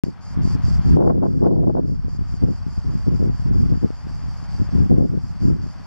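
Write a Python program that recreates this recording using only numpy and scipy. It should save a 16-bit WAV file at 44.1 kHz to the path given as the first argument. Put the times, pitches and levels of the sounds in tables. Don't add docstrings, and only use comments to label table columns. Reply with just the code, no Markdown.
import sys
import numpy as np
from scipy import signal
from scipy.fft import rfft, irfft
from scipy.io import wavfile
from scipy.ndimage import uniform_filter1d, minimum_filter1d, map_coordinates

SR = 44100
rng = np.random.default_rng(int(sys.argv[2]) if len(sys.argv) > 2 else 0)


def dump_mix(stems):
    frames = np.atleast_2d(stems).T
    limited = np.clip(frames, -1, 1)
    pcm = np.round(limited * 32767).astype(np.int16)
    wavfile.write(sys.argv[1], SR, pcm)


N = 258426
TIME = np.arange(N) / SR
FREQS = np.maximum(np.arange(N // 2 + 1) * SR / N, 1)
ANTIPHASE = np.array([[1], [-1]])

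# time in seconds, frequency in Hz, level in dB.
WHINE_TRACK = [(0, 15200, -118), (2.3, 15230, -106), (3.3, 15200, -104), (3.6, 15170, -93),
               (4.65, 15040, -89), (4.9, 15040, -96), (5.86, 15000, -94)]
# frequency in Hz, relative density in dB.
NEEDLE_SPECTRUM = [(60, -14), (400, -6.5), (750, 2.5), (1100, 1), (1600, -3.5), (2200, -9.5), (3300, -15.5),
                   (4500, -22), (8000, -31.5), (16000, -54)]
CHORUS_SPECTRUM = [(3000, -44), (4090, -9.5), (4390, -0.5), (4740, -1.5), (4950, 0.5), (5510, -4.5),
                   (5640, -2), (5940, -14.5), (6370, -15), (6980, -14.5), (7320, -18.5), (7800, -17.5),
                   (8230, -30), (12190, -25), (14470, -42), (16000, -44.5)]
# time in seconds, relative level in dB.
NEEDLE_SWELL = [(0, -52.5), (.45, -50.5), (1.0, -54), (1.85, -57), (2.25, -53), (2.8, -54.5), (3.3, -54.5),
                (3.9, -56), (4.35, -55.5), (4.75, -54.5), (5.05, -59), (5.4, -56.5), (5.6, -56),
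                (5.86, -56)]
CHORUS_SWELL = [(0, -66.5), (.9, -64.5), (1.8, -63), (2.5, -67), (4.0, -70), (5.86, -69)]
# frequency in Hz, left minus right in dB, left-right correlation.
NEEDLE_IMAGE = [(293, 2.5, 0.17), (840, 3, 0.76), (1280, 6.5, 0.76), (2024, 5.5, 0.45), (2260, -1, 0.5),
                (3160, 4, 0.58), (4100, -2, 0.26), (12000, 9, .2)]
# time in seconds, relative level in dB, left minus right in dB.
TICK_EVENTS = [(.965, -22, 5), (1.063, -23, -3.5), (1.102, -51, 17), (1.17, -46, 16), (1.191, -43, -16),
               (1.372, -49, 11), (1.447, -40, 1), (1.629, -41, -21), (1.75, -50, 18), (2.048, -37, 4),
               (4.632, -36, 0), (4.98, -34, -10), (5.156, -40, 0)]
# time in seconds, relative level in dB.
BREEZE_LEVEL = [(.05, -30), (.22, -36.5), (.33, -22), (.4, -20.5), (1.35, -20.5), (2.2, -21), (2.6, -25),
                (3.2, -19), (3.7, -19), (3.99, -28), (4.08, -23), (4.3, -20.5), (4.4, -27), (4.55, -20),
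                (4.68, -22), (5.2, -23.5), (5.86, -31.5)]
# start in seconds, length in seconds, relative level in dB, nominal roll-off in Hz.
PORT_GUSTS = [(0.071, 0.019, -24, 240), (0.37, 0.19, -17, 154), (0.64, 0.16, -12.5, 86),
              (0.859, 0.099, -8, 118), (0.964, 0.15, -12.5, 390), (1.14, 0.052, -15.5, 237),
              (1.222, 0.041, -15, 427), (1.287, 0.13, -19, 213), (1.421, 0.067, -11.5, 381),
              (1.513, .195, -14.5, 311), (1.752, 0.042, -17, 406), (1.845, 0.1, -21, 236.5),
              (2.046, 0.016, -17, 190), (2.424, 0.024, -12, 237), (2.471, 0.044, -15.5, 214),
              (2.848, 0.12, -19, 180), (3.074, 0.017, -12, 216), (3.114, 0.033, -15, 229),
              (3.201, .075, -14, 244), (3.282, 0.028, -15.5, 190), (3.459, 0.2, -12, 156),
              (3.702, 0.041, -12, 198), (3.83, 0.02, -14, 277), (4.602, 0.013, -15, 249),
              (4.738, 0.11, -11.5, 154.6), (4.907, 0.029, -7, 204), (4.969, 0.081, -13.5, 251),
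              (5.093, 0.078, -18.5, 205), (5.421, 0.12, -12.5, 143.7), (5.585, 0.093, -22, 117)]
# time in seconds, low cut in Hz.
WIND_LOW_CUT = [(0, 175), (.9, 148), (1.02, 251), (1.8, 252), (2.0, 67.6), (2.6, 59), (4.7, 95),
                (5.5, 259.7)]
# frequency in Hz, relative level in dB.
WIND_IN_PHASE = [(60, -14.5), (200, -15.5), (500, -12), (1000, -5.5), (2000, -1)]
# time in seconds, relative peak in dB, centre frequency in Hz.
HARD_EDDIES = [(0.039, -3, 228), (.083, -14, 245), (0.375, -6.5, 162), (0.39, -6.5, 175), (.454, -5.5, 156),
               (0.552, -5, 166), (0.91, -2, 197), (.971, -2.5, 473), (0.992, -7, 300), (1.023, -8, 310),
               (1.061, -9, 302), (1.078, -5, 583), (1.181, -12, 380), (1.232, -7.5, 426), (1.257, -11, 444),
               (1.364, -16, 178.5), (1.429, 0.5, 370), (1.46, -5, 360), (1.526, -7, 340), (1.58, -3.5, 230),
               (1.682, -2.5, 261), (1.753, -10, 530), (1.778, -13, 321), (1.795, -6, 390),
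               (1.834, -16.5, 290), (1.856, -14, 276), (1.898, -16, 295), (1.926, -16, 181),
               (1.995, -11, 111.4), (2.083, -16, 290), (2.15, -16, 167), (2.192, -11, 157.3),
               (2.222, -17, 193), (2.294, -16, 110.4), (2.342, -14, 173), (2.438, -3.5, 184),
               (2.486, -9.5, 290), (2.667, -9, 160.8), (2.683, -16, 175.7), (2.779, -12.5, 143),
               (2.847, -19, 193), (2.873, -14.5, 180), (2.955, -10.5, 161.3), (3.082, 1, 204),
               (3.149, -5.5, 163), (3.228, -4.5, 275), (3.274, -7.5, 259), (3.397, -8.5, 126.4),
               (3.487, -17, 165), (3.513, -15, 202.6), (3.558, -9.5, 215.7), (3.637, -11, 170),
               (3.724, -2.5, 166.6), (3.846, -3.5, 217.6), (3.905, -12.5, 319), (4.07, -17, 215),
               (4.619, -6.5, 155.5), (4.751, -4, 180), (4.806, 0, 159), (4.928, -1, 234),
               (4.984, -1.5, 234), (5.009, -4.5, 290), (5.043, -8.5, 238.4), (5.175, -13, 291),
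               (5.256, -23, 170), (5.454, -2, 177.7), (5.484, -7, 175), (5.502, -6, 234), (5.611, -17, 179)]
# start in seconds, depth in dB, recovery time constant in seconds.
WOOD_DIPS = [(0, 14, 0.63), (.93, 16, 2.5), (1.42, 18.5, 1.6), (3.098, 8, 2.55), (4.802, 6.5, 3.2),
             (4.93, 9, 0.85), (5.471, 9, 0.43)]
# frequency in Hz, relative gain in dB.
STEADY_RESONANCES = [(3000, -44), (4090, -20.5), (4690, -1), (4780, 0.5), (4910, -2), (5080, -4),
                     (5250, -3.5), (5470, -12.5), (5640, -9.5), (5860, -11), (6030, -18.5), (6330, -16.5),
                     (6720, -7), (7060, -10), (7360, -17.5), (7620, -10.5), (7920, -16.5), (8050, -18),
                     (8270, -31.5), (8440, -19), (8700, -24), (9040, -14.5), (9300, -22), (9600, -26.5),
                     (12400, -32), (12830, -44), (14470, -49), (16000, -50)]
MELLOW_RESONANCES = [(3000, -36.5), (4090, -14.5), (4350, -10.5), (4520, -4), (4690, -1), (5000, -8),
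                     (5250, -9.0), (5510, -2), (5680, -13.5), (5940, -10.5), (6330, -19), (7190, -22),
                     (7800, -13), (8270, -23.5), (8530, -22.5), (11460, -45), (12400, -29), (12530, -38.5),
                     (14470, -38.5), (16000, -49)]
SHRILL_RESONANCES = [(3000, -50.5), (4090, -23.5), (4480, -5.5), (4690, -1.5), (4780, 0.0), (4950, -6),
                     (5120, 0.5), (5340, -2), (5470, -7.5), (5640, -5), (6370, -18.5), (6930, -12.5),
                     (7110, -6.5), (7240, -18), (7580, -8), (8530, -24.5), (9560, -22), (12320, -23),
                     (14470, -47), (16000, -51)]
# start in seconds, length in seconds, relative level in dB.
STEADY_SONG = [(-0.002, 0.119, 4.5), (0.209, 0.14, 5.5), (0.416, 0.13, 7), (0.619, 0.1, 4),
               (0.812, 0.11, 1.5), (1.002, 0.12, 1), (1.225, 0.12, 1.5), (1.46, 0.105, -1),
               (1.65, 0.11, -3.5), (1.855, 0.122, 3.5), (2.072, 0.11, 4.5), (2.27, 0.12, 4.5),
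               (2.472, 0.122, 3), (2.69, 0.125, 1.5), (2.892, 0.14, 1), (3.104, 0.114, -0.5),
               (3.304, 0.131, 0.0), (3.52, 0.12, 2), (3.725, 0.12, -0.5), (3.936, 0.113, -2.5),
               (4.153, 0.13, -2.0), (4.359, 0.12, -1), (4.576, 0.11, -1), (4.767, 0.15, -5.5),
               (4.997, 0.11, -6), (5.214, 0.113, -3), (5.402, 0.11, 1), (5.614, 0.13, -1),
               (5.832, 0.13, -3.0)]
MELLOW_SONG = [(0.032, 0.118, 4), (0.236, 0.145, -1), (0.417, 0.147, 7.5), (0.644, 0.117, 6),
               (0.87, 0.107, -0.5), (1.032, 0.086, -5), (1.3, 0.099, 0), (1.518, 0.088, 1.0),
               (1.732, 0.118, -0.5), (1.958, 0.107, -1), (2.167, 0.092, 1.5), (2.363, 0.098, 5),
               (2.556, 0.128, 3), (2.795, 0.102, 4), (3.012, 0.089, 4.5), (3.202, 0.095, 2),
               (3.401, 0.103, 2.0), (3.624, 0.106, 0.5), (3.832, 0.111, -0.5), (4.071, 0.097, 2),
               (4.269, 0.091, 2.5), (4.477, 0.11, 5), (4.687, 0.118, 2.5), (4.891, 0.128, -2.5),
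               (5.129, 0.102, -1), (5.327, 0.122, -0.5), (5.531, 0.129, 0.0), (5.733, 0.114, -1.5)]
SHRILL_SONG = [(0.004, 0.11, 1), (0.28, 0.074, 1), (0.468, 0.097, 3), (0.64, 0.15, 5), (0.853, 0.084, -1.5),
               (1.097, 0.092, -7), (1.342, 0.126, 2), (1.592, 0.14, -8.5), (1.848, 0.077, -3),
               (2.088, 0.081, 0), (2.232, 0.14, 2), (2.454, 0.155, -1), (2.664, 0.12, 1.5),
               (2.91, 0.132, -1.5), (3.137, 0.14, 2), (3.337, 0.16, -0.5), (3.587, 0.14, -1.5),
               (3.807, 0.168, -2.5), (4.04, 0.15, -0.5), (4.263, 0.159, -1.5), (4.508, 0.16, -2.5),
               (4.732, 0.18, -4.5), (4.981, 0.159, -1), (5.202, 0.143, 0), (5.404, 0.17, 0),
               (5.64, 0.13, -5)]
CAMERA_NOTCHES = [3930, 7870]


def from_db(db):
    return 10 ** (np.asarray(db) / 20)


def unit_rms(x):
    return x / np.sqrt(np.mean(x ** 2) + 1e-20)


def in_time(rows):
    seconds, *columns = np.transpose(rows)
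    return [np.interp(TIME, seconds, column) for column in columns]


def at_hz(rows, hz, column=1):
    rows = np.array(rows)
    return np.interp(np.log(hz), np.log(rows[:, 0]), rows[:, column])


def noise_pair(spectrum):
    return unit_rms(irfft(rfft(rng.standard_normal((2, N))) * from_db(at_hz(spectrum, FREQS)), N))


def drift(rate_hz):
    return unit_rms(irfft(rfft(rng.standard_normal(N)) / (1 + (FREQS / rate_hz) ** 2), N))


def ripple(rate_hz, trend_samples):
    wander = drift(rate_hz)
    return unit_rms(wander - uniform_filter1d(wander, size=trend_samples))


def smooth(x, seconds):
    pole = np.exp(-1 / (seconds * SR))
    return signal.lfilter([1 - pole], [1, -pole], x + 1e-18)


def panned(pan_db):
    return from_db(np.array([pan_db, -pan_db]).reshape(2, -1) / 2)


def whine():
    hz, db = in_time(WHINE_TRACK)
    amplitude = from_db(db + 3 * drift(12))
    return amplitude * np.sin(2 * np.pi * np.cumsum(hz + 35 * drift(60)) / SR)


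def needle_hiss(waver_db):
    level_db, = in_time(NEEDLE_SWELL)
    mid, side = rfft(noise_pair(NEEDLE_SPECTRUM))
    correlation = at_hz(NEEDLE_IMAGE, FREQS, column=2)
    pair = np.sqrt(1 + correlation) * mid + np.sqrt(1 - correlation) * side * ANTIPHASE
    hiss = irfft(pair * panned(at_hz(NEEDLE_IMAGE, FREQS)), N)
    return from_db(level_db + waver_db * drift(35)) * hiss


def far_chorus(waver_db, pan_db):
    level_db, = in_time(CHORUS_SWELL)
    mid, side = noise_pair(CHORUS_SPECTRUM)
    return from_db(level_db + waver_db * drift(7)) * (mid + .49 * side * ANTIPHASE) * panned(pan_db)


def ticks(decay_s):
    impulses = np.zeros((2, N))
    for when, db, pan_db in TICK_EVENTS:
        impulses[:, round(when * SR)] = from_db(db) * panned(pan_db)[:, 0]
    return smooth(-ANTIPHASE * impulses, decay_s)


def airflow(puff_db, breeze_rolloff_hz, attack_s, release_s):
    breeze_db, = in_time(BREEZE_LEVEL)
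    power = from_db(breeze_db + puff_db * ripple(26, trend_samples=5000)) ** 2
    weighted_hz = power * breeze_rolloff_hz
    for start, length, db, hz in PORT_GUSTS:
        fade = np.maximum(start - TIME, 0) / attack_s + np.maximum(TIME - start - length, 0) / release_s
        gust_power = from_db(db - np.minimum(fade, 20) * 20 / np.log(10)) ** 2
        power += gust_power
        weighted_hz += gust_power * hz
    return 10 * np.log10(power), weighted_hz / power


def port_wind(flow_db, nominal_hz, gain_db, flutter_db, reach, steepness):
    low_cut_hz, = in_time(WIND_LOW_CUT)
    flutter = ripple(55, trend_samples=2000)
    rolloff_hz = reach * np.maximum(nominal_hz, 55) * from_db(.59 * flutter)
    white = rfft(rng.standard_normal((2, N)))
    side, mid, power = 0, 0, 0
    for hz in 20 * 2 ** np.arange(0, 7.6, .5):
        band = np.cos(np.pi / 2 * np.clip(2 * np.log2(FREQS / hz), -1, 1)) ** 2
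        opposed, common = irfft(white * band, N)
        gain = np.exp(-(hz / rolloff_hz) ** steepness) * hz / np.hypot(hz, low_cut_hz)
        side += gain * opposed
        mid += gain * common * from_db(at_hz(WIND_IN_PHASE, hz))
        power += gain ** 2 * band.mean()
    mid *= np.hypot(.9, rolloff_hz / 500)
    pair = (mid + side * panned(.31) * ANTIPHASE) / np.sqrt(power)
    local_power = uniform_filter1d(np.mean(pair ** 2, axis=0), size=1100)
    envelope = np.sqrt(uniform_filter1d(local_power, size=1100))
    return from_db(gain_db + flow_db + flutter_db * flutter) * pair / envelope


def buffets(flow_db, small_per_s, small_hz, roundness, common_db):
    gaps, sizes, pitches = rng.random((120, 3)).T
    times = np.cumsum(-np.log(gaps)) / small_per_s
    small = [(when, flow_db[int(when * SR)] + 1.5 * size, small_hz * 2 ** (pitch - .5))
             for when, size, pitch in zip(times, sizes, pitches) if when < TIME[-1]]
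    pressure = np.zeros(N)
    for (when, db, hz), turn in zip(list(HARD_EDDIES) + small, rng.random(200)):
        near = np.abs(TIME - when) < .06
        scaled_time = 2 * np.pi * hz * (TIME[near] - when) / roundness
        pulse = np.exp(2j * np.pi * turn) / (1 - 1j * scaled_time) ** roundness
        pressure[near] += from_db(db) * pulse.real
    return pressure * (ANTIPHASE + from_db(common_db))


def wood_gain(full_db, attack_s):
    depth_db = np.zeros(N)
    for start, db, recovery_s in WOOD_DIPS:
        onset = np.clip((TIME - start) / attack_s, 0, 1)
        decay = np.exp(-np.maximum(TIME - start - attack_s, 0) / recovery_s)
        depth_db = np.maximum(depth_db, db * onset * decay)
    return from_db(full_db - depth_db)


def chirp_effort(song, first_force, rise_s, fall_s, glide):
    force, pace, detune = np.zeros(N), np.ones(N), np.zeros(N)
    for start, length, db in song:
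        inside = slice(*np.searchsorted(TIME, [start, start + length]))
        age = TIME[inside] - start
        swell = np.clip(first_force + age / rise_s, 0, 1)
        release = np.clip((length - age) / fall_s, 0, 1)
        force[inside] = from_db(db) * swell * release
        pace[inside] = 1 - .22 * np.exp(-age / .018) - .07 * (age / length) ** 2
        detune[inside] = glide * (age / length - .5)
    return force, pace, detune


def tymbal(stroke_hz, rib_gap_s, rasp_db):
    cycles = np.cumsum(stroke_hz * (1 + .008 * drift(4))) / SR
    starts = np.flatnonzero(np.diff(np.floor(cycles))) / SR
    jitter = rng.standard_normal((7, len(starts)))
    gap_jitter, level_jitter, start_jitter = jitter[:3], jitter[3:6], jitter[6]
    clicks = np.zeros(N)
    for rib in range(3):
        when = starts + .00006 * start_jitter + rib * rib_gap_s * (1 + .036 * gap_jitter[rib])
        clicks[np.clip(when * SR, 0, N - 1).astype(int)] += from_db(-1.5 * rib + 2 * level_jitter[rib])
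    rasp = np.sqrt(smooth(clicks ** 2, .0048)) * rng.standard_normal(N)
    return unit_rms(clicks + from_db(rasp_db) * rasp)


def abdomen_response(resonances):
    cepstrum = irfft(np.log(unit_rms(from_db(at_hz(resonances, FREQS)))), N)
    return np.exp(rfft(cepstrum * (1 + np.sign(np.fft.fftfreq(N)))))


def path_response(pan_db, right_lag_us, scatter_db=-13, t60_s=.07):
    delays_s = np.array([[0], [right_lag_us]]) / 1e6
    direct = np.exp(-2j * np.pi * FREQS * delays_s) * panned(pan_db)
    decay = from_db(-60 * np.minimum(TIME / t60_s, 2))
    echoes = unit_rms(rng.standard_normal((2, N)) * decay) / np.sqrt(N)
    return direct + from_db(scatter_db) * rfft(echoes)


def cicada(effort, resonances, gain_db, stroke_hz, rib_gap_s, rasp_db, pan_db, right_lag_us):
    force, pace, detune = effort
    drive = rfft(force * tymbal(stroke_hz * pace, rib_gap_s, rasp_db))
    buzz = irfft(drive * abdomen_response(resonances) * path_response(pan_db, right_lag_us), N)
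    clock = np.arange(N) + np.cumsum(detune)
    return from_db(gain_db) * np.array([map_coordinates(channel, [clock], order=3) for channel in buzz])


def scene():
    steady = chirp_effort(STEADY_SONG, first_force=.54, rise_s=.045, fall_s=.014, glide=.018)
    mellow = chirp_effort(MELLOW_SONG, first_force=.43, rise_s=.044, fall_s=.012, glide=.01)
    shrill = chirp_effort(SHRILL_SONG, first_force=.63, rise_s=.045, fall_s=.0089, glide=.012)
    wood = cicada(steady, STEADY_RESONANCES, gain_db=-58, stroke_hz=181, rib_gap_s=.00085,
                  rasp_db=-1.5, pan_db=-2, right_lag_us=52.4)
    wood += cicada(mellow, MELLOW_RESONANCES, gain_db=-62.5, stroke_hz=153, rib_gap_s=.000645,
                   rasp_db=2, pan_db=-5, right_lag_us=26)
    wood += cicada(shrill, SHRILL_RESONANCES, gain_db=-61.6, stroke_hz=170, rib_gap_s=.00072,
                   rasp_db=4, pan_db=.5, right_lag_us=-22.5)
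    wood += far_chorus(waver_db=.9, pan_db=-5.5) + needle_hiss(waver_db=.63)
    wood *= wood_gain(full_db=7.5, attack_s=.074)
    flow_db, nominal_hz = airflow(puff_db=2.5, breeze_rolloff_hz=96.3, attack_s=.01, release_s=.017)
    wind = port_wind(flow_db, nominal_hz, gain_db=-1.84, flutter_db=1.5, reach=.74, steepness=1.089)
    eddies = buffets(flow_db, small_per_s=5, small_hz=170, roundness=2.7, common_db=-13)
    return wood + wind + eddies + ticks(decay_s=.00004) + whine()


def limiter(x, ceiling):
    allowed = np.minimum(1, ceiling / (np.abs(x).max(axis=0) + 1e-9))
    gain = minimum_filter1d(allowed, size=401)
    return x * uniform_filter1d(uniform_filter1d(gain, size=201), size=201)


def record(dry, silence_s=.036, low_cut_hz=42, high_cut_hz=15800):
    high_pass = signal.butter(1, low_cut_hz, "high", fs=SR, output="sos")
    low_pass = signal.ellip(10, .2, 90, high_cut_hz, fs=SR, output="sos")
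    out = signal.sosfilt(high_pass, dry * (TIME >= silence_s))
    for hz in CAMERA_NOTCHES:
        out = signal.lfilter(*signal.iirnotch(hz, hz / 270, fs=SR), out)
    return signal.sosfilt(low_pass, limiter(out, ceiling=.98))


dry = scene()
out = record(dry)
dump_mix(out)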